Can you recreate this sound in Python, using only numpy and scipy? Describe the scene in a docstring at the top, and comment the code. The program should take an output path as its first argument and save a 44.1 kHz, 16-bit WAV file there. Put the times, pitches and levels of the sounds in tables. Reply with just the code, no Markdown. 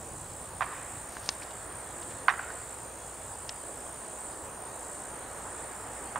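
"""Six ground crickets trill in a warm daytime pasture over a far blur of others; each wing stroke is one
short gliding whistle. Hollow knocks, rings of damped sines, come from the right and echo off trees and
buildings. Small ringing ticks and noisy rustles sound close to the microphone, and a far bird whistles
sliding notes. A distant road drones in shaped noise with a faint hum, over air and microphone hiss."""
import sys
import numpy as np
from scipy import signal
from scipy.fft import rfft, irfft, next_fast_len
from scipy.io import wavfile
from scipy.ndimage import uniform_filter1d

SR = 44100
rng = np.random.default_rng(int(sys.argv[2]) if len(sys.argv) > 2 else 0)


def pcm_store(signal):
    """Save signal as 16-bit PCM."""
    levels = np.round(np.clip(np.atleast_2d(signal), -1, 1) * 32767)
    wavfile.write(sys.argv[1], SR, levels.astype(np.int16).T)


N = 272979


def amp(db):
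    """Gain of a level in dB."""
    return 10 ** (np.asarray(db) / 20)


def unit(x):
    """Scaled to rms 1."""
    return x / np.sqrt(np.mean(x ** 2) + 1e-20)


def along(points, hz):
    """Values at hz, read between (Hz, value) points on a log frequency axis."""
    point_hz, value = np.transpose(points)
    return np.interp(np.log(hz + 1), np.log(point_hz + 1), value)


def curves(rows):
    """One value per sample for each column after the time."""
    s, *columns = np.transpose(rows)
    return [np.interp(np.arange(N) / SR, s, column) for column in columns]


def pan(left_db):
    """Gains of the two channels; left_db is left over right."""
    return amp([[left_db / 2], [-left_db / 2]])


def rush(spectrum, patchy_db, left_db):
    """Shaped stereo noise, rms 1 before panning, whose gain wanders in patches of time and frequency."""
    # Each row: frequency in Hz, likeness of left and right (1 is identical).
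    alike = [(60, 1), (150, .975), (950, 0.87), (2400, 0.54), (4500, 0.76), (6000, 0.67), (8000, 0.81),
             (10000, 1)]
    hz, t, z = signal.stft(rng.standard_normal((2, N + 512)), SR, nperseg=1024)
    field = uniform_filter1d(rng.standard_normal(z.shape[1:]), size=9, axis=0)
    field = uniform_filter1d(field, size=7, axis=1)
    patches = amp(patchy_db * unit(field))
    # The less alike the two sides, the more energy goes from mid to side.
    turn = np.arccos(np.clip(along(alike, hz), -1, 1)) / 2
    shape = amp(along(spectrum, hz)) * [np.cos(turn), np.sin(turn)]
    mid, side = signal.istft(z * patches * shape[:, :, None], SR, nperseg=1024)[1][:, :N]
    return unit(np.array([mid + side, mid - side])) * pan(left_db)


def scatter(t60):
    """A diffuse stereo tail, energy 1 on the left; t60 gives decay seconds as a function of frequency."""
    hz, t, z = signal.stft(rng.standard_normal((2, SR)), SR, nperseg=128)
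    decay = amp(-60 * t / t60(hz)[:, None])
    tail = signal.istft(z * decay, SR, nperseg=128)[1][:, :SR]
    tail = np.array([tail[0] + 0.24 * tail[1], tail[0] - 0.083 * tail[1]])
    return tail / np.linalg.norm(tail[0])


def steady(made, rate, change):
    """Wing strokes made so far: made at 0 s, rate per s at first, change in strokes per s each second."""
    t = np.arange(N) / SR
    return made + rate * t + change * t ** 2 / 2


def cricket(strokes, db, stroke, pitch, scatter_db, left_db):
    """One whistle for every wing stroke, each a little unlike the last in size, pitch and phase."""
    nearest = np.round(strokes)
    ms = 1000 * (strokes - nearest) / (np.gradient(strokes) * SR)  # from the middle of the stroke
    at_ms, hz, shape_db = np.transpose(stroke)
    which = nearest.astype(int) + 2
    size, bend, phase = rng.standard_normal((500, 3))[which].T
    size = size + 2.2 * uniform_filter1d(rng.standard_normal(500), size=9)[which]  # loud and soft spells
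    glide_hz = pitch * np.interp(ms, at_ms, hz) * (1 + .003 * bend)
    envelope_db = np.interp(ms, at_ms, shape_db, left=-90, right=-90)
    level = amp(db + scatter_db * size + envelope_db)
    level = uniform_filter1d(level, size=25)  # the wing starts and stops softly
    song = level * np.sin(2 * np.pi * np.cumsum(glide_hz) / SR + 1.5 * phase) * pan(left_db)
    grass = scatter(lambda hz: .16 + 0 * hz)[:, :6000]  # stems, soil and fence blur each stroke
    return song + amp(-13) * signal.fftconvolve(song, grass, axes=1)[:, :N]


def phrases(rows, rate, db, pitch, left_db):
    """A cricket singing in bursts at one pace: each starts soft and flat, holds, then stops dead."""
    # Each row: time in ms from the middle of the stroke, Hz before the pitch factors, relative level in dB.
    falling_stroke = [(-5.4, 8300, -11), (-3.8, 8150, -2), (-1.2, 7930, 0), (1.3, 7580, -1), (4, 7200, -4),
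                      (5.6, 6950, -13)]
    swell_s, swell_db, swell_pitch = 0.095, -8.5, 0.95
    t = np.arange(N) / SR
    last, length = np.transpose(rows)
    now = np.searchsorted(last[:-1] + .5 / rate, t)  # the phrase under way or next to come
    to_go = last[now] - t
    soft = np.clip(1 - (length[now] - to_go) / swell_s, 0, 1)
    singing = (soft < 1) & (to_go > -.5 / rate)
    level_db = np.where(singing, db + swell_db * soft, -120)
    strokes = np.maximum(np.round(last[now] * rate) - to_go * rate, -1)
    return cricket(strokes, level_db, falling_stroke, pitch * swell_pitch ** soft, scatter_db=1.0,
                   left_db=left_db)


def crickets():
    """Two steady singers, four that sing in phrases, and far ones blurred into shaped noise."""
    # Wing strokes. Each row: ms from the middle, Hz before the pitch factors, relative level in dB.
    high_stroke = [(-5.8, 8550, -12), (-4.4, 8900, -3), (-2.5, 9160, -1), (-.7, 9320, 0), (1, 9270, -1),
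                   (3.2, 8650, -1), (5, 8150, -2), (6.2, 7750, -14)]
    rising_stroke = [(-5.2, 8200, -12), (-3.9, 8500, -1), (-1, 8800, 0), (1.5, 8980, -1), (4, 8930, -3),
                     (5.4, 8800, -13)]
    # Phrases of four singers. Each row: time of the last wing stroke in seconds, length in seconds.
    quick = [(.4907, .37), (.9875, .31), (1.6417, .32), (2.1746, .29), (2.746, .41), (3.3223, .3),
             (3.8808, .34), (4.4575, .36), (5.0893, .37), (5.6344, .36), (6.1783, .35)]
    slow = [(.2176, .45), (1.0534, .46), (2.1868, .44), (2.8593, .42), (3.578, .38), (4.2878, .36),
            (5.0166, .34), (5.8283, .44)]
    low = [(.2662, .5), (1.3254, .55), (2.3398, .48), (3.3014, .52), (4.2148, .56), (5.419, .77),
           (6.192, .28)]
    faint = [(.3948, .24), (1.068, .24), (1.6624, .22), (2.4576, .26), (3.1478, .26), (3.825, .26),
             (4.4938, .22), (5.328, .23), (6.0426, .35)]
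    # Far crickets. Each row: frequency in Hz, relative level in dB per Hz.
    chorus = [(5600, -21), (6400, -2.5), (7000, 4), (7800, 3.5), (8400, -5.5), (9350, -15), (9600, -2),
              (10300, -0.5), (10600, -57)]
    # The rising cricket joins late, quiet and flat, and warms up; warm_s is the time constant.
    joins_s, warm_s, cold_db, cold_pitch = 0.36, 2, -9.5, 0.99
    since = np.arange(N) / SR - joins_s
    cold = np.exp(-since / warm_s)
    rising_db = np.where(since > 0, -42.5 + cold_db * cold, -120)
    high_pace = steady(made=.147, rate=64.909, change=-.018)
    rising_pace = steady(made=-.51, rate=57.25, change=.083)
    near = cricket(high_pace, -43.5, high_stroke, pitch=0.99, scatter_db=1.36, left_db=-1.0)
    near += cricket(rising_pace, rising_db, rising_stroke, cold_pitch ** cold, scatter_db=2.0, left_db=-1.0)
    # rate in strokes per second
    near += phrases(slow, rate=53.5, db=-43.5, pitch=1, left_db=-3.0)
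    near += phrases(quick, rate=57.6, db=-44.0, pitch=1, left_db=-3.5)
    near += phrases(low, rate=46.8, db=-55.5, pitch=.85, left_db=0)
    near += phrases(faint, rate=63.4, db=-49, pitch=1, left_db=-1.0)
    return near + amp(-55.5) * rush(chorus, patchy_db=2.0, left_db=0.0)


def road():
    """Far traffic: drone, tyre hiss and rumble as shaped noise, with a faint steady hum."""
    # Each row: time in seconds, drone level in dB, tyre hiss level in dB, rumble level in dB.
    traffic = [(0, -48, -61, -49.5), (1.2, -47.5, -52, -55.5), (1.9, -46, -52, -53), (3.3, -47.5, -56, -56),
               (4.6, -45, -55, -56), (5.4, -44.5, -51.5, -54), (6.19, -45, -50, -53)]
    # Spectra of the three. Each row: frequency in Hz, relative level in dB per Hz.
    drone_spectrum = [(120, -47), (200, -8), (449, -4), (489, -2.5), (936, -3), (1500, -12.5), (1950, -20),
                      (3300, -120)]
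    tyre_spectrum = [(710, -13.5), (1200, -2), (1800, -2.5), (2190, -9), (3500, -22.5), (4550, -52),
                     (7700, -120)]
    rumble_spectrum = [(13, -59), (22, -29), (27, -25), (35, -11), (42, -10), (64, 5), (162, -4),
                       (260, -20), (340, -5), (570, -120)]
    drone_db, tyres_db, rumble_db = curves(traffic)
    hum = amp(-57) * np.sin(2 * np.pi * 59.5 * np.arange(N) / SR)
    drone = amp(drone_db) * rush(drone_spectrum, patchy_db=0.9, left_db=-2.0)
    tyres = amp(tyres_db) * rush(tyre_spectrum, patchy_db=0.7, left_db=-1.5)
    rumble = amp(rumble_db) * rush(rumble_spectrum, patchy_db=1.4, left_db=0.0)
    return hum + drone + tyres + rumble


def hiss():
    """Air and microphone noise, broad and faint."""
    # Each row: frequency in Hz, relative level in dB per Hz.
    hiss_spectrum = [(300, -7), (2500, -1), (5000, -4.5), (9000, -4.5), (11000, -8.5), (15700, -7.5)]
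    return amp(-54) * rush(hiss_spectrum, patchy_db=1.8, left_db=-0.5)


def knocks():
    """Each blow rings the wood briefly, rattles, comes back smeared off walls and dies among the trees."""
    # Each row: far echo in dB before its swell, then the blow and its bounces, each a
    # start in seconds, peak level in dB of the ring before its echo path, pitch factor.
    blows = [(-2.5, [(.6081, -16.5, 0.87), (.6157, -19, 0.81), (.6205, -22, 1.43), (.624, -19.5, .75),
             (.629, -27, 1.8), (.638, -34, 0.82)]), (-10, [(2.2825, -7, 1.1), (2.2863, -12, 0.85),
             (2.2915, -15.5, 1.37), (2.299, -19, 1.4), (2.307, -23, 0.86)]), (-7, [(6.1566, -33, 1.4),
             (6.1587, -20, 0.83), (6.1645, -25, 0.66), (6.174, -31, 1.06)])]
    # Modes of the wood. Each row: Hz before the pitch factor, relative level in dB, t60 in seconds.
    wood = [(958, -2.5, 0.013), (1307, 10, 0.0066), (1747, -1, 0.0078), (2664, -13, 0.0098),
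            (4010, -20.5, 0.011)]
    # Walls. Each row: delay in seconds, echo level in dB, right over left in dB.
    walls = [(.056, -19, 3), (.11, -17, -.5), (.146, -24, 1.5), (.22, -24, 3)]
    # Far trees. Each row: frequency in Hz, t60 in seconds.
    trees = [(500, 0.13), (1300, 0.87), (3000, 1), (6000, 0.25)]
    out = np.zeros((2, N + 2 * SR))
    t, echo_t = np.arange(SR // 20) / SR, np.arange(SR) / SR
    thin = signal.butter(4, 720, "highpass", fs=SR, output="sos")  # a small board sends out no bass
    for far_db, contacts in blows:
        for s, db, pitch in contacts:
            ring = sum(amp(level - 60 * t / t60) * np.sin(2 * np.pi * pitch * hz * t)
                       for hz, level, t60 in wood)
            ring = signal.sosfilt(thin, ring * (1 - np.exp(-t / 0.0017)))
            gather = np.minimum(echo_t / 0.0056, 1)  # near echoes build up
            path = amp(-7) * scatter(lambda hz: 0.15 + 0 * hz) * pan(-7.5) * gather
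            swell = 1 - np.exp(-echo_t / .12)  # the far answer builds up more slowly
            path += amp(far_db) * swell * scatter(lambda hz: along(trees, hz)) * pan(-2.5)
            path[:, :1] += pan(-6.5)  # direct sound
            for delay, wall_db, right_db in walls:
                smear = scatter(lambda hz: .012 + 0 * hz)[:, :2000]
                path[:, round(delay * SR):][:, :2000] += amp(wall_db) * smear * pan(-right_db)
            heard = signal.fftconvolve(amp(db) * ring[None] / abs(ring).max(), path, axes=1)
            out[:, round(s * SR):][:, :heard.shape[1]] += heard
    return out[:, :N]


def rustle():
    """Short brushes of cloth or grass: band-passed noise with a grainy, jumping level."""
    # Each row: start in seconds, length in seconds, rms level in dB before the fades, band pitch in Hz.
    brushes = [(1.07, 0.15, -54.5, 5900), (1.189, 0.18, -50.5, 5560), (1.413, 0.035, -50.5, 4500),
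               (1.5, 0.022, -54, 4000), (2.019, 0.024, -52, 3500), (2.093, 0.043, -54, 2800)]
    out = np.zeros((2, N))
    for s, length, db, hz in brushes:
        n = round(length * SR)
        grain_db = 2.5 * np.repeat(rng.standard_normal(90), 100)[:n]
        grains = rng.standard_normal(9000)[:n] * amp(grain_db)
        band = signal.butter(1, [hz * 0.6, hz * 1.26], "bandpass", fs=SR, output="sos")
        brush = signal.sosfilt(band, grains)
        out[:, round(s * SR):][:, :n] += amp(db) * unit(brush) * np.hanning(n) ** .5
    return out


def ticks():
    """A tick close by is a brief damped ring with a lower thud and a gritty crack of noise."""
    # Each row: start in seconds, ring level in dB, ring Hz, ring t60 in seconds, left over right in dB.
    taps = [(1.1681, -26.5, 1620, 0.011, 0), (1.29, -13.5, 5120, 0.0065, 3.0),
            (1.4215, -35.5, 2340, 0.012, -1), (3.493, -24.5, 5270, 0.007, 0.5)]
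    out, t = np.zeros((2, N + SR)), np.arange(SR // 20) / SR
    for s, db, hz, t60, left_db in taps:
        band = signal.butter(2, [hz * .2, hz * 1.25], "bandpass", fs=SR, output="sos")
        grit = signal.sosfilt(band, rng.standard_normal(len(t)))
        ring = np.sin(2 * np.pi * hz * t) * amp(-60 * t / t60)
        thud = 0.34 * np.sin(2 * np.pi * 0.158 * hz * t) * amp(-60 * t / (0.96 * t60))
        crack = 0.97 * grit * amp(-60 * t / (2.8 * t60))
        attack = 1 - np.exp(-t / 0.000067)
        out[:, round(s * SR):][:, :len(t)] += amp(db) * (ring + thud + crack) * attack * pan(left_db)
    return signal.sosfilt(signal.butter(6, 8500, fs=SR, output="sos"), out[:, :N])


def bird():
    """Faint single whistled notes, pure sines that slide a little."""
    # Each row: start in seconds, length in seconds, first Hz, last Hz, peak level in dB.
    notes = [(1.797, 0.13, 3420, 3390, -65), (2.962, 0.16, 3410, 3320, -62),
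             (6.053, 0.061, 3170, 3250, -60)]
    out = np.zeros(N)
    for s, length, first_hz, last_hz, db in notes:
        n = round(length * SR)
        note = np.sin(2 * np.pi * np.cumsum(np.linspace(first_hz, last_hz, n)) / SR)
        out[round(s * SR):][:n] += amp(db) * note * np.hanning(n) ** .5
    return out


def scene():
    """Everything that reaches the microphone, and its own hiss."""
    return crickets() + road() + hiss() + knocks() + rustle() + ticks() + bird()


def record(dry):
    """The recorder keeps nothing above its band limit."""
    top_hz = 15720
    m = next_fast_len(N + 8192)
    kept = np.fft.rfftfreq(m, 1 / SR) < top_hz
    return irfft(rfft(dry, m) * kept, m)[:, :N]


dry = scene()
out = record(dry)
pcm_store(out)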